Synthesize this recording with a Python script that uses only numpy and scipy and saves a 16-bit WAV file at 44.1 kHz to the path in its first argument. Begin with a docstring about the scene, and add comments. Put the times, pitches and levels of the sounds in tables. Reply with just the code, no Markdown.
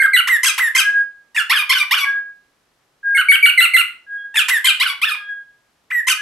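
"""Caged parrot, quiet room

A parrot chatters in its cage in a small, quiet room, close to a two-port microphone.
Each squawk is a chirp, slur, rasp or drawl: overtones swept by the syrinx, rough when low and clear when high.
Soft, steady whistles, nearly pure tones, come with the first squawk, among the others and after the last.
Cage bars and the room return both, near walls echo the squawks, and a faint hush lies underneath."""
import sys
import numpy as np
from scipy import signal
from scipy.fft import rfft, irfft, next_fast_len
from scipy.io import wavfile
from scipy.ndimage import uniform_filter1d, minimum_filter1d

SR = 44100
rng = np.random.default_rng(int(sys.argv[2]) if len(sys.argv) > 2 else 0)


def store_pcm(level_fs):
    """Save levels as 16-bit WAV."""
    pcm = np.round(np.clip(level_fs, -1, 1) * 32767).astype(np.int16)
    wavfile.write(sys.argv[1], SR, np.atleast_2d(pcm).T)


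N = 273861  # length [samples]


def amp(db):
    """Decibels to gain."""
    return 10 ** (np.asarray(db) / 20)


def evened(x):
    """Scales to rms 1."""
    return x / np.sqrt(np.mean(x ** 2) + 1e-20)


def read(points, hz):
    """Reads a table on a log-frequency axis."""
    f, value = np.transpose(points)
    return np.interp(np.log(hz + 1), np.log(f + 1), value)


def add(mix, s, sound):
    """Lays a sound into the mix at time s."""
    part = mix[max(round(s * SR), 0):][:len(sound)]
    part += sound[:len(part)]


def colour(x, points):
    """Filters by a table of (frequency [Hz], gain [dB])."""
    n = x.shape[-1]
    return irfft(rfft(x) * amp(read(points, np.fft.rfftfreq(n, 1 / SR))), n)


def flutter(size, rate_hz):
    """Random wavering up to about rate_hz, rms 1."""
    n = next_fast_len(size)
    hz = np.fft.rfftfreq(n, 1 / SR)
    slow = rfft(rng.standard_normal(n)) / (1 + (hz / rate_hz) ** 2)
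    return evened(irfft(slow, n)[:size])


def gesture(rows, attack, release):
    """Joins a call's corners by straight lines: sample numbers, a gate with soft ends, and the columns."""
    s, *columns = np.transpose(rows)
    s = np.maximum.accumulate(s)
    first = max(int((s[0] - attack / 2) * SR), 0)
    last = min(int((s[-1] + release) * SR), N)
    at = np.arange(first, last)
    t = at / SR
    opening = np.clip((t - s[0]) / attack + .5, 0, 1)
    closing = np.clip((s[-1] + release - t) / release, 0, 1)
    return at, opening * closing, [np.interp(t, s, c) for c in columns]


def ports(pair, likeness):
    """Makes two unrelated signals as alike as the two microphone ports hear them."""
    n = pair.shape[-1]
    same = np.clip(read(likeness, np.fft.rfftfreq(n, 1 / SR)), -1, 1)
    a, b = rfft(pair)
    mid = a * np.sqrt((1 + same) / 2)
    side = b * np.sqrt((1 - same) / 2)
    return irfft(np.array([mid + side, mid - side]), n)


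# the quiet room and the microphone's hiss, relative spectrum: (frequency [Hz], density [dB per Hz])
HUSH_SPECTRUM = [(15, -17), (30, -0.5), (90, -3), (150, 0.5), (220, -1.5), (400, -1), (800, -2), (1500, -3),
                 (2200, -6.5), (5500, -11.5), (10000, -17.5), (14000, -18.5), (16000, -30.5)]


def hush(level_db=-64, likeness=((100, .9), (400, .65), (3000, .4))):
    """Faint steady room noise and hiss: coloured noise, most alike at the two ports in the bass."""
    pair = rng.standard_normal((2, next_fast_len(N)))
    return amp(level_db) * evened(colour(ports(pair, likeness), HUSH_SPECTRUM)[:, :N])


# swells of the whistle, before its overall trim; octave and overtones [dB] offset the level, ring [dB] too:
# (start [s], rise [s], hold [s], pitch [Hz], level [dB], octave [dB], higher overtones [dB], ring [dB])
WHISTLE_SWELLS = [ (0.0, 0.0015, .012, 1601, -13, -48, 3, -1.5),
                  (0.826, 0.059, .012, 1648, -11.5, -50, -2.5, -13),
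                  (0.909, 0.065, .044, 1639, -12.3, -47, 2, -12.5),
                  (2.043, 0.049, .016, 1641, -15, -43, 1.5, -18),
                  (2.112, 0.028, .05, 1646, -19.5, -49, -7, -26), (2.23, .045, .03, 1645, -36, -53, -6, -9),
                  (3.029, 0.05, 0.11, 1626, -15, -53.5, -6, -22),
                  (4.064, .085, 0.021, 1636, -24.5, -40.5, 1.5, -4.5),
                  (4.165, 0.034, .028, 1640, -30, -17, -2.5, -9),
                  (4.229, 0.022, 0.011, 1644, -27, -30, -4.5, -4.5),
                  (5.152, 0.046, 0.1, 1659, -33.5, -13.5, -8, -12.5),
                  (5.273, .03, .025, 1638, -23.5, -24, 0, -4), (5.31, .04, .07, 1637, -33, -39.5, -9, -12),
                  (6.168, 0.054, .012, 1670, -21.5, -26, 0, -15), ]
# the 3rd to 6th partials against the fundamental, before each swell's overtone offset: (level [dB])
WHISTLE_OVERTONES = [-44, -57, -48, -61]


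def whistles(level_db=-1, jitter=0.0031, attack=0.0038, swell_from_db=-22.5, stop_db_per_s=380,
             ring_db_per_s=140):
    """One nearly pure tone near one pitch swells, holds, stops quickly and leaves a weaker, slower ring."""
    t, gains = np.arange(N) / SR, np.zeros((3, N))
    for s, rise, hold, _, db, octave_db, higher_db, ring_db in WHISTLE_SWELLS:
        at = (t >= s) & (t < s + 1)
        age = t[at] - s
        after = np.maximum(age - rise - hold, 0)
        swell_db = swell_from_db * np.clip(1 - age / rise, 0, 1) ** 2
        fade_db = np.maximum(-stop_db_per_s * after, ring_db - ring_db_per_s * after)
        level = np.minimum(age / attack, 1) * amp(db + swell_db + fade_db)
        swell = [level, amp(octave_db) * level, amp(higher_db) * level]
        gains[:, at] = np.maximum(gains[:, at], swell)
    # each pitch stands from the swell's start to the end of its hold, then glides to the next
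    held = [(s + lag, hz) for s, rise, hold, hz, *_ in WHISTLE_SWELLS for lag in (0, rise + hold)]
    hz = np.interp(t, *np.transpose(sorted(held)))
    phase = 2 * np.pi * np.cumsum(hz * (1 + jitter * flutter(N, rate_hz=80))) / SR
    first, octave, higher = gains
    partials = [first, octave] + [higher * amp(db) for db in WHISTLE_OVERTONES]
    tone = sum(gain * np.sin((k + 1) * phase) for k, gain in enumerate(partials))
    return amp(level_db) * np.sqrt(2) * tone


# the windpipe's resonance, on the fundamental and the octave: (frequency [Hz], gain [dB])
WINDPIPE_RESONANCE = [(850, -10), (1050, -13), (1250, -12), (1450, -4.5), (1700, -2.5), (2100, 0.5),
                      (2400, -2), (2800, 0.5), (3200, -3), (3600, -8), (4100, -24), (4600, -28.5),
                      (5500, -21.5)]


def syrinx(corners, throat, air_colour, rasp_db, low_hz, jitter, clear_hz, half_db=-60, buzz_db=-0.5,
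           shimmer=0.079, uneven_db=3.0, clear_share=0.11, burst=0.97, burst_s=.006):
    """The syrinx sweeps a stack of overtones; at low pitch its membranes beat unevenly and air rasps through."""
    out, under, k = np.zeros(N), np.zeros(N), np.arange(1, 17)[:, None]
    at, gate, (hz, effort, lean, buzz) = gesture(corners, attack=.003, release=.006)
    first = effort + read(WINDPIPE_RESONANCE, hz)
    octave = effort + lean + read(WINDPIPE_RESONANCE, 2 * hz)
    waver, tremble = flutter(len(at), rate_hz=300), flutter(len(at), rate_hz=570)
    air_points = [(500, -6.5), (1100, 2.5), (2600, 14.5)] + list(air_colour)
    air = evened(colour(rng.standard_normal(len(at)), air_points))
    # roughness sinks from 1 to clear_share as the pitch climbs past clear_hz
    rough = clear_share + (1 - clear_share) / (1 + (hz / clear_hz) ** 10)
    phase = 2 * np.pi * np.cumsum(hz * (1 + jitter * rough * waver)) / SR
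    partial_db = np.vstack([first, octave, buzz + buzz_db + read(throat, k[2:] * hz)])
    # the shape of the beat keeps changing, so each overtone swells and sinks on its own
    drift = uniform_filter1d(uniform_filter1d(rng.standard_normal(partial_db.shape), size=200), size=200)
    partial_db = partial_db + uneven_db * rough * evened(drift)
    audible = k * hz < SR / 2  # no partials above half the sample rate
    voice = np.sqrt(2) * (amp(partial_db) * audible * np.sin(k * phase)).sum(0)
    puff = 1 + burst * np.exp(-(at - at[0]) / SR / burst_s)  # air bursts through as the syrinx opens
    hiss = amp(buzz + rasp_db) * rough * puff * air
    add(out, at[0] / SR, gate * (voice * (1 + shimmer * rough * tremble) + hiss))
    # strong and weak beats alternate a little: a faint line at half the pitch
    add(under, at[0] / SR, gate * rough * amp(octave + half_db) * np.sin(phase / 2))
    # so small a beak radiates no bass
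    no_bass = signal.butter(8, low_hz, "high", fs=SR, output="sos")
    return signal.sosfilt(no_bass, out + 1e-18) + under


# Call tables give nominal pitches and levels, which the corners below shift a little; levels are taken
# before windpipe, throat and overall trim. Octave [dB] offsets the fundamental; buzz [dB] is the higher overtones.


def chirp(s, note_s, warble_s, entry_hz, note_hz, warble_hz, note_db, warble_db, note_octave_db, octave_db,
          buzz_db, settle_s=0.0083, break_s=.005, dip=.89, sag=0.73):
    """The note settles, breaks downward, and warbles in one arch.

    Corners, as in every call: (time [s], pitch [Hz], effort [dB], octave [dB], buzz [dB])."""
    snap = s + note_s
    settled_hz = note_hz + 0.19 * (entry_hz - note_hz)
    return [(s, entry_hz, note_db - 1.5, note_octave_db - 6.5, buzz_db - 3),
            (s + settle_s, settled_hz, note_db + .5, note_octave_db - 0.5, buzz_db - 1.0),
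            (snap, note_hz, note_db, note_octave_db, buzz_db + 4.5),
            (snap + break_s, warble_hz * .98, warble_db + 1.5, octave_db - 4.5, buzz_db - 2),
            (snap + 2 * break_s, warble_hz * dip, warble_db - .5, octave_db + 3.0, buzz_db + .5),
            (snap + .47 * warble_s, warble_hz, warble_db, octave_db + 0.5, buzz_db + 0.23),
            (snap + 0.89 * warble_s, warble_hz * .93, warble_db + .8, octave_db, buzz_db - 1.9),
            (snap + warble_s, warble_hz * sag, warble_db - 2.5, octave_db, buzz_db - 11)]


# chirps: (start [s], note [s], warble [s], entry [Hz], note [Hz], warble [Hz], note [dB], warble [dB],
# note's octave [dB], warble's octave [dB], buzz [dB], half-pitch line against the octave [dB])
CHIRP_CALLS = [ (0.0, .02, .044, 2151, 2129, 1686, -11, -10, -3.5, -27, -36.5, -62.5),
               (.133, 0.029, .046, 2227, 1968, 1527, -9.5, -14, 6, -1, -29.5, -59),
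               (3.148, .022, .048, 2202, 2158, 1543, -13.5, -12, -12, -9, -34.5, -59.5),
               (3.286, .03, .044, 2260, 2234, 1604, -4, -14, -1, -0.5, -28, -58),
               (3.427, .029, .048, 2314, 2273, 1520, -5.5, -16.5, -0.5, 2.5, -29, -47),
               (3.576, 0.027, .058, 2222, 1994, 1453, -7, -16, 6.5, 3.5, -26.5, -38),
               (3.736, .028, .053, 2260, 2021, 1447, -10, -17.5, 8, 3, -28, -58), ]
# throat and beak on a chirp's higher overtones: (frequency [Hz], gain [dB])
CHIRP_COLOUR = [(4000, 0.5), (4700, -13), (5500, -26), (6400, -17.5), (7300, -15.5), (8400, 2.5),
                (9800, -9.5), (11500, -1), (12700, -6), (13800, -23), (15500, -28)]


def chirps():
    """A loud clear note breaks down into a hoarse warble as the pitch falls below the clear register."""
    return sum(syrinx(chirp(*row), CHIRP_COLOUR, CHIRP_COLOUR, rasp_db=-8, low_hz=1250, jitter=.015,
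                      clear_hz=1780, half_db=half_db)
               for *row, half_db in CHIRP_CALLS)


def slur(s, flick_s, glide_s, top_hz, middle_hz, end_hz, flick_db, glide_db, octave_db, scratch_db, buzz_db,
         start_hz=915, leap_hz=1240, settle_s=.007, droop_s=.012, droop=.91):
    """The pitch climbs, leaps into the clear register, slides down, and droops as the voice closes."""
    top = s + flick_s
    return [(s, start_hz, flick_db - 2, 0, scratch_db - 5.5),
            (s + 0.65 * flick_s, leap_hz, flick_db + 1.5, -2.5, scratch_db + 1.0),
            (top, top_hz * 0.85, glide_db - 1.5, octave_db + 3, scratch_db - 2.0),
            (top + settle_s, top_hz, glide_db - 3.5, octave_db + 3.5, buzz_db - 2.0),
            (top + .5 * glide_s, middle_hz, glide_db + 0.93, octave_db, buzz_db - .3),
            (top + glide_s - droop_s, end_hz, glide_db + 0.51, octave_db - 3.0, buzz_db - .4),
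            (top + glide_s, end_hz * droop, glide_db - 2.0, octave_db - 8.5, buzz_db - 5.5)]


# slurs: (start [s], flick [s], glide [s], top [Hz], middle [Hz], end [Hz], flick [dB], glide [dB],
# octave [dB], scratch: the flick's buzz [dB], buzz [dB])
SLUR_CALLS = [ (.273, .018, 0.079, 2114, 1913, 1836, -16.5, -13, -11.5, -37.5, -34.5),
              (.579, .019, 0.089, 2080, 1873, 1810, -17.5, -15, -15.5, -35, -37),
              (4.484, .019, .08, 2082, 1875, 1753, -17.5, -15, -9, -29.5, -35),
              (5.904, .013, .092, 2028, 1923, 1880, -25.5, -17.5, -25.5, -57, -45.5), ]
# throat and beak on a slur's higher overtones: (frequency [Hz], gain [dB])
SLUR_COLOUR = [(3000, 8.5), (4000, 1.5), (5500, -12), (6700, -10), (7900, 3), (9600, -13.5), (11400, 6),
               (12600, -7.5), (13800, -14), (15500, -13)]
# throat and beak on a rasp's higher overtones, also on a slur's air: (frequency [Hz], gain [dB])
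RASP_COLOUR = [(3100, 10), (4100, -1), (5100, 2), (6300, 1.5), (7200, -0.5), (8300, 3.5), (9600, -5),
               (11300, -0.5), (12600, -8), (13800, -16.5), (15500, -22)]


def slurs():
    """A scratchy flick upward, full of rasping air, then a clear falling glide."""
    return sum(syrinx(slur(*row), SLUR_COLOUR, RASP_COLOUR, rasp_db=13, low_hz=760, jitter=.0083,
                      clear_hz=1453, clear_share=.02)
               for row in SLUR_CALLS)


def gaped(throat, gape_db, trade=0.37, shut_hz=4100, open_hz=5700, width_hz=1000):
    """An opening beak shifts resonance upward: the upper one gains gape_db, the lower loses a share of it."""
    hz = np.geomspace(3000, 16000, num=60)
    shut = np.exp(-((hz - shut_hz) / width_hz) ** 2)
    opened = np.exp(-((hz - open_hz) / width_hz) ** 2)
    return list(zip(hz, read(throat, hz) + gape_db * (opened - trade * shut)))


def rasp(s, length, drone_hz, top_hz, shelf_hz, end_hz, drone_db, fall_db, octave_db, drone_buzz_db, buzz_db,
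         top_db=-16, top_s=.004, slowing=.34, drone_end_s=0.013, flick_top_s=.021, shelf_start_s=.029,
         shelf_end_s=.042):
    """The drone swells and flicks up; from the shelf the pitch falls, fast at first and then slower."""
    top, shelf_end, end = s + flick_top_s, s + shelf_end_s, s + length
    bend = shelf_end + 0.34 * (end - shelf_end)
    bend_hz = end_hz + slowing * (shelf_hz - end_hz)
    return [(s, drone_hz * .99, drone_db - 3.5, 0, drone_buzz_db - 5),
            (s + drone_end_s, drone_hz * 1.01, drone_db, 0, drone_buzz_db),
            (top - top_s / 2, top_hz * 0.88, top_db, -1.5, buzz_db + 0.37),
            (top + top_s / 2, top_hz * .96, top_db, -1.5, buzz_db - .4),
            (s + shelf_start_s, shelf_hz, fall_db, octave_db, buzz_db + .3),
            (shelf_end, shelf_hz * .995, fall_db + 0.5, octave_db + 1, buzz_db - .3),
            (bend, bend_hz, fall_db - .8, octave_db - 4, buzz_db - 1.5),
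            (end, end_hz, fall_db - 5.5, octave_db - .8, buzz_db - 13)]


# rasps: (start [s], length [s], drone [Hz], top [Hz], shelf [Hz], end [Hz], drone [dB], fall [dB],
# octave [dB], drone's buzz [dB], buzz [dB], gape [dB])
RASP_CALLS = [ (0.432, 0.075, 1027, 2919, 1625, 1183, -14, -17, 3, -25, -25, 2),
              (0.75, .071, 1044, 2747, 1588, 1188, -14.5, -16.5, 3, -28.5, -26, 2),
              (1.347, .078, 936, 2832, 1725, 1318, -29, -16, -3, -46, -36.5, -3.5),
              (4.343, 0.083, 912.6, 2756, 1740, 1211, -24, -17.5, 5.5, -45.5, -30, -10.5),
              (4.644, 0.067, 1030, 2643, 1577, 1195, -15.5, -18, 8.5, -26, -26, -14.5),
              (6.07, 0.061, 1017, 2926, 1542, 1215, -15.5, -14, -0.5, -31, -25.5, 0), ]


def rasps():
    """A low drone, a flick to the top of the voice, a shelf and a harsh fall, each with its own gape."""
    calls = np.zeros(N)
    for *row, gape_db in RASP_CALLS:
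        throat = gaped(RASP_COLOUR, gape_db)
        calls += syrinx(rasp(*row), throat, throat, rasp_db=-4.5, low_hz=860, jitter=.011, clear_hz=2580)
    return calls


def drawl(s, length, shelf_s, start_hz, low_hz, crest_hz, shelf_hz, tail_hz, rise_db, shelf_db, tail_db,
          rise_buzz_db, buzz_db, climb=.2, thin_db=-8, drop_s=0.0052, crest_s=.043, step_s=.014):
    """The pitch climbs ever faster, thins past the crest, rests on a shelf and a tail, and drops at the close."""
    crest, step, end = s + crest_s, s + shelf_s, s + length
    climb_hz = low_hz + climb * (crest_hz - low_hz)
    return [(s, start_hz, rise_db - 8, -1.5, rise_buzz_db - 5.5),
            (s + .29 * crest_s, low_hz, rise_db + 1.0, -.3, rise_buzz_db),
            (s + .58 * crest_s, climb_hz, rise_db - .6, .3, rise_buzz_db - 4),
            (crest, crest_hz, rise_db - 7.5, 4, rise_buzz_db - 6.5),
            (crest + .6 * step_s, (crest_hz + shelf_hz) / 2, shelf_db + thin_db, -3, buzz_db - 15),
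            (crest + 1.6 * step_s, shelf_hz, shelf_db + .3, -1.5, buzz_db - 1.5),
            (step, shelf_hz * .985, shelf_db + 0.32, -1.5, buzz_db + 0.65),
            (step + step_s, tail_hz * 1.04, tail_db - 6.5, -1.5, buzz_db - .3),
            (step + 2 * step_s, tail_hz, tail_db + 1.1, -.8, buzz_db - 1.0),
            (end - drop_s, tail_hz * .985, tail_db + .3, -1.5, buzz_db - 8.5),
            (end, tail_hz * .77, tail_db - 8.5, -4, buzz_db - 13.5)]


# drawls: (start [s], length [s], shelf's end after the start [s], start [Hz], low [Hz], crest [Hz], shelf [Hz],
# tail [Hz], rise [dB], shelf [dB], tail [dB], rise's buzz [dB], buzz [dB], gape [dB])
DRAWL_CALLS = [ (1.497, 0.13, 0.074, 863.6, 1065, 1832, 1640, 1219, -11.5, -12.5, -17.5, -30, -34.5, 0.5),
               (1.694, 0.14, 0.084, 1123, 1003, 1770, 1520, 1188, -11, -20.5, -19.5, -25.5, -36.5, 6),
               (1.91, 0.14, .072, 887, 1074, 1752, 1488, 1139, -14, -19, -20, -30.5, -37, 7),
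               (4.799, .13, .072, 930, 1034, 1782, 1486, 1138, -17.5, -19.5, -25.5, -30, -40, 1),
               (5.016, .137, 0.073, 1013, 1203, 1868, 1735, 1229, -17, -18.5, -23, -36.5, -41.5, 0.5), ]
# throat and beak on a drawl's higher overtones: (frequency [Hz], gain [dB])
DRAWL_COLOUR = [(3200, 15), (4000, 8), (5000, 4), (6100, -7), (7200, -9.5), (8400, 0.5), (9800, -8.5),
                (11500, 3.5), (13000, -11.5), (15500, -20)]


def drawls():
    """A slow nasal rise, then down by two steps, each with its own gape."""
    calls = np.zeros(N)
    for *row, gape_db in DRAWL_CALLS:
        throat = gaped(DRAWL_COLOUR, gape_db)
        calls += syrinx(drawl(*row), throat, throat, rasp_db=-5.5, low_hz=790, jitter=.0105, clear_hz=2018,
                        buzz_db=-2.3, uneven_db=3.6)
    return calls


def squawks(level_db=0.15):
    """All four kinds of call, each with its own throat and roughness."""
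    return amp(level_db) * (chirps() + slurs() + rasps() + drawls())


# what the cage bars scatter, mostly treble: (frequency [Hz], gain [dB])
BAR_SCATTER = [(800, -18.5), (2000, -11.5), (3200, -7), (4500, -2), (7000, -8.5), (9000, -13), (13000, -6)]


def cage(x, first=.0004, last=0.0036, count=14):
    """Bars and toys scatter within milliseconds; sweeping overtones run through the comb made at each port."""
    taps = np.zeros((2, 1024))
    for port in taps:
        delays = (rng.uniform(first, last, count) * SR).astype(int)
        port[delays] = rng.choice([-1, 1], count) / np.sqrt(count)
    return signal.oaconvolve(colour(x, BAR_SCATTER)[None], taps, axes=1)[:, :N]


# first echoes from the walls around the cage, at the nearer port: (delay [s], level [dB])
WALL_ECHOES = [(.0034, -19), (.0058, -18.5), (.0091, -20.5), (.0127, -23.5), (.0183, -15)]


def walls(x, spread=0.00017, far_db=-4):
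    """Single early echoes, arriving from left and right in turn, later and weaker at the far port."""
    out = np.zeros((2, N))
    for i, (delay, db) in enumerate(WALL_ECHOES):
        add(out[i % 2], delay, amp(db) * x)
        add(out[1 - i % 2], delay + spread, amp(db + far_db) * x)
    return out


# the room's ring: (frequency [Hz], time to fall by 60 dB [s])
ROOM_DECAY = [(800, 0.3944), (2000, 0.3335), (5500, 0.3465), (12000, 0.2354)]
# its colour: (frequency [Hz], gain [dB])
ROOM_TONE = [(800, 4.5), (1500, 3.3), (2700, 2.5), (4500, 1), (8000, 0), (12000, 2.5)]
# how alike the room sounds at the two ports: (frequency [Hz], likeness [0 to 1])
PORT_LIKENESS = [(800, 1), (2000, 0.45), (4500, .3), (8500, 0.086), (13000, .1)]


def room(x, onset=0.0027):
    """A dense tail of decaying noise, each band dying at its own speed."""
    noise = ports(rng.standard_normal((2, SR)), PORT_LIKENESS)
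    hz, t, z = signal.stft(noise, SR, nperseg=256)
    decay = amp(-60 * t / read(ROOM_DECAY, hz)[:, None])
    tail = signal.istft(z * decay, SR, nperseg=256)[1]
    tail *= np.clip(np.arange(tail.shape[1]) / SR / onset - .5, 0, 1)
    tail = colour(tail / np.linalg.norm(tail[0]), ROOM_TONE)
    return signal.fftconvolve(x[None], tail, axes=1)[:, :N]


def scene(squawk_room_db=-7, whistle_room_db=-14):
    """The bird close by, its cage and echoes, and the quiet room."""
    harsh, soft = squawks(), whistles()
    bird = harsh + soft
    ring = room(amp(squawk_room_db) * harsh + amp(whistle_room_db) * soft)
    return bird + cage(bird) + walls(harsh) + ring + hush()


# treble tone, a dip near 13.6 kHz: (frequency [Hz], gain [dB])
TREBLE_TONE = [(12800, 0), (13600, -8), (16000, -2)]
# the two ports' difference in colour: (frequency [Hz], left minus right [dB])
PORT_BALANCE = [(60, 2), (300, -0.5), (700, 1.5), (1500, -1.2), (2800, -1.26), (5000, 2.05), (9000, 0.5),
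                (13000, 2)]


def record(dry, ceiling=0.89, edge_hz=16000):
    """The ports differ in colour; the treble is dipped; a limiter holds the highest peaks; then a band limit."""
    size = next_fast_len(N)
    hz = np.fft.rfftfreq(size, 1 / SR)
    lean_db = read(PORT_BALANCE, hz) / 2
    port_db = read(TREBLE_TONE, hz) + np.array([lean_db, -lean_db])
    x = irfft(rfft(dry, size) * amp(port_db), size)[:, :N]
    gain = minimum_filter1d(ceiling / np.maximum(abs(x).max(0), ceiling), size=300)
    x = x * uniform_filter1d(uniform_filter1d(gain, size=150), size=150)
    band = signal.firwin(255, edge_hz, window=("kaiser", 9), fs=SR)
    return signal.oaconvolve(x, band[None], "same")


dry = scene()
out = record(dry)
store_pcm(out)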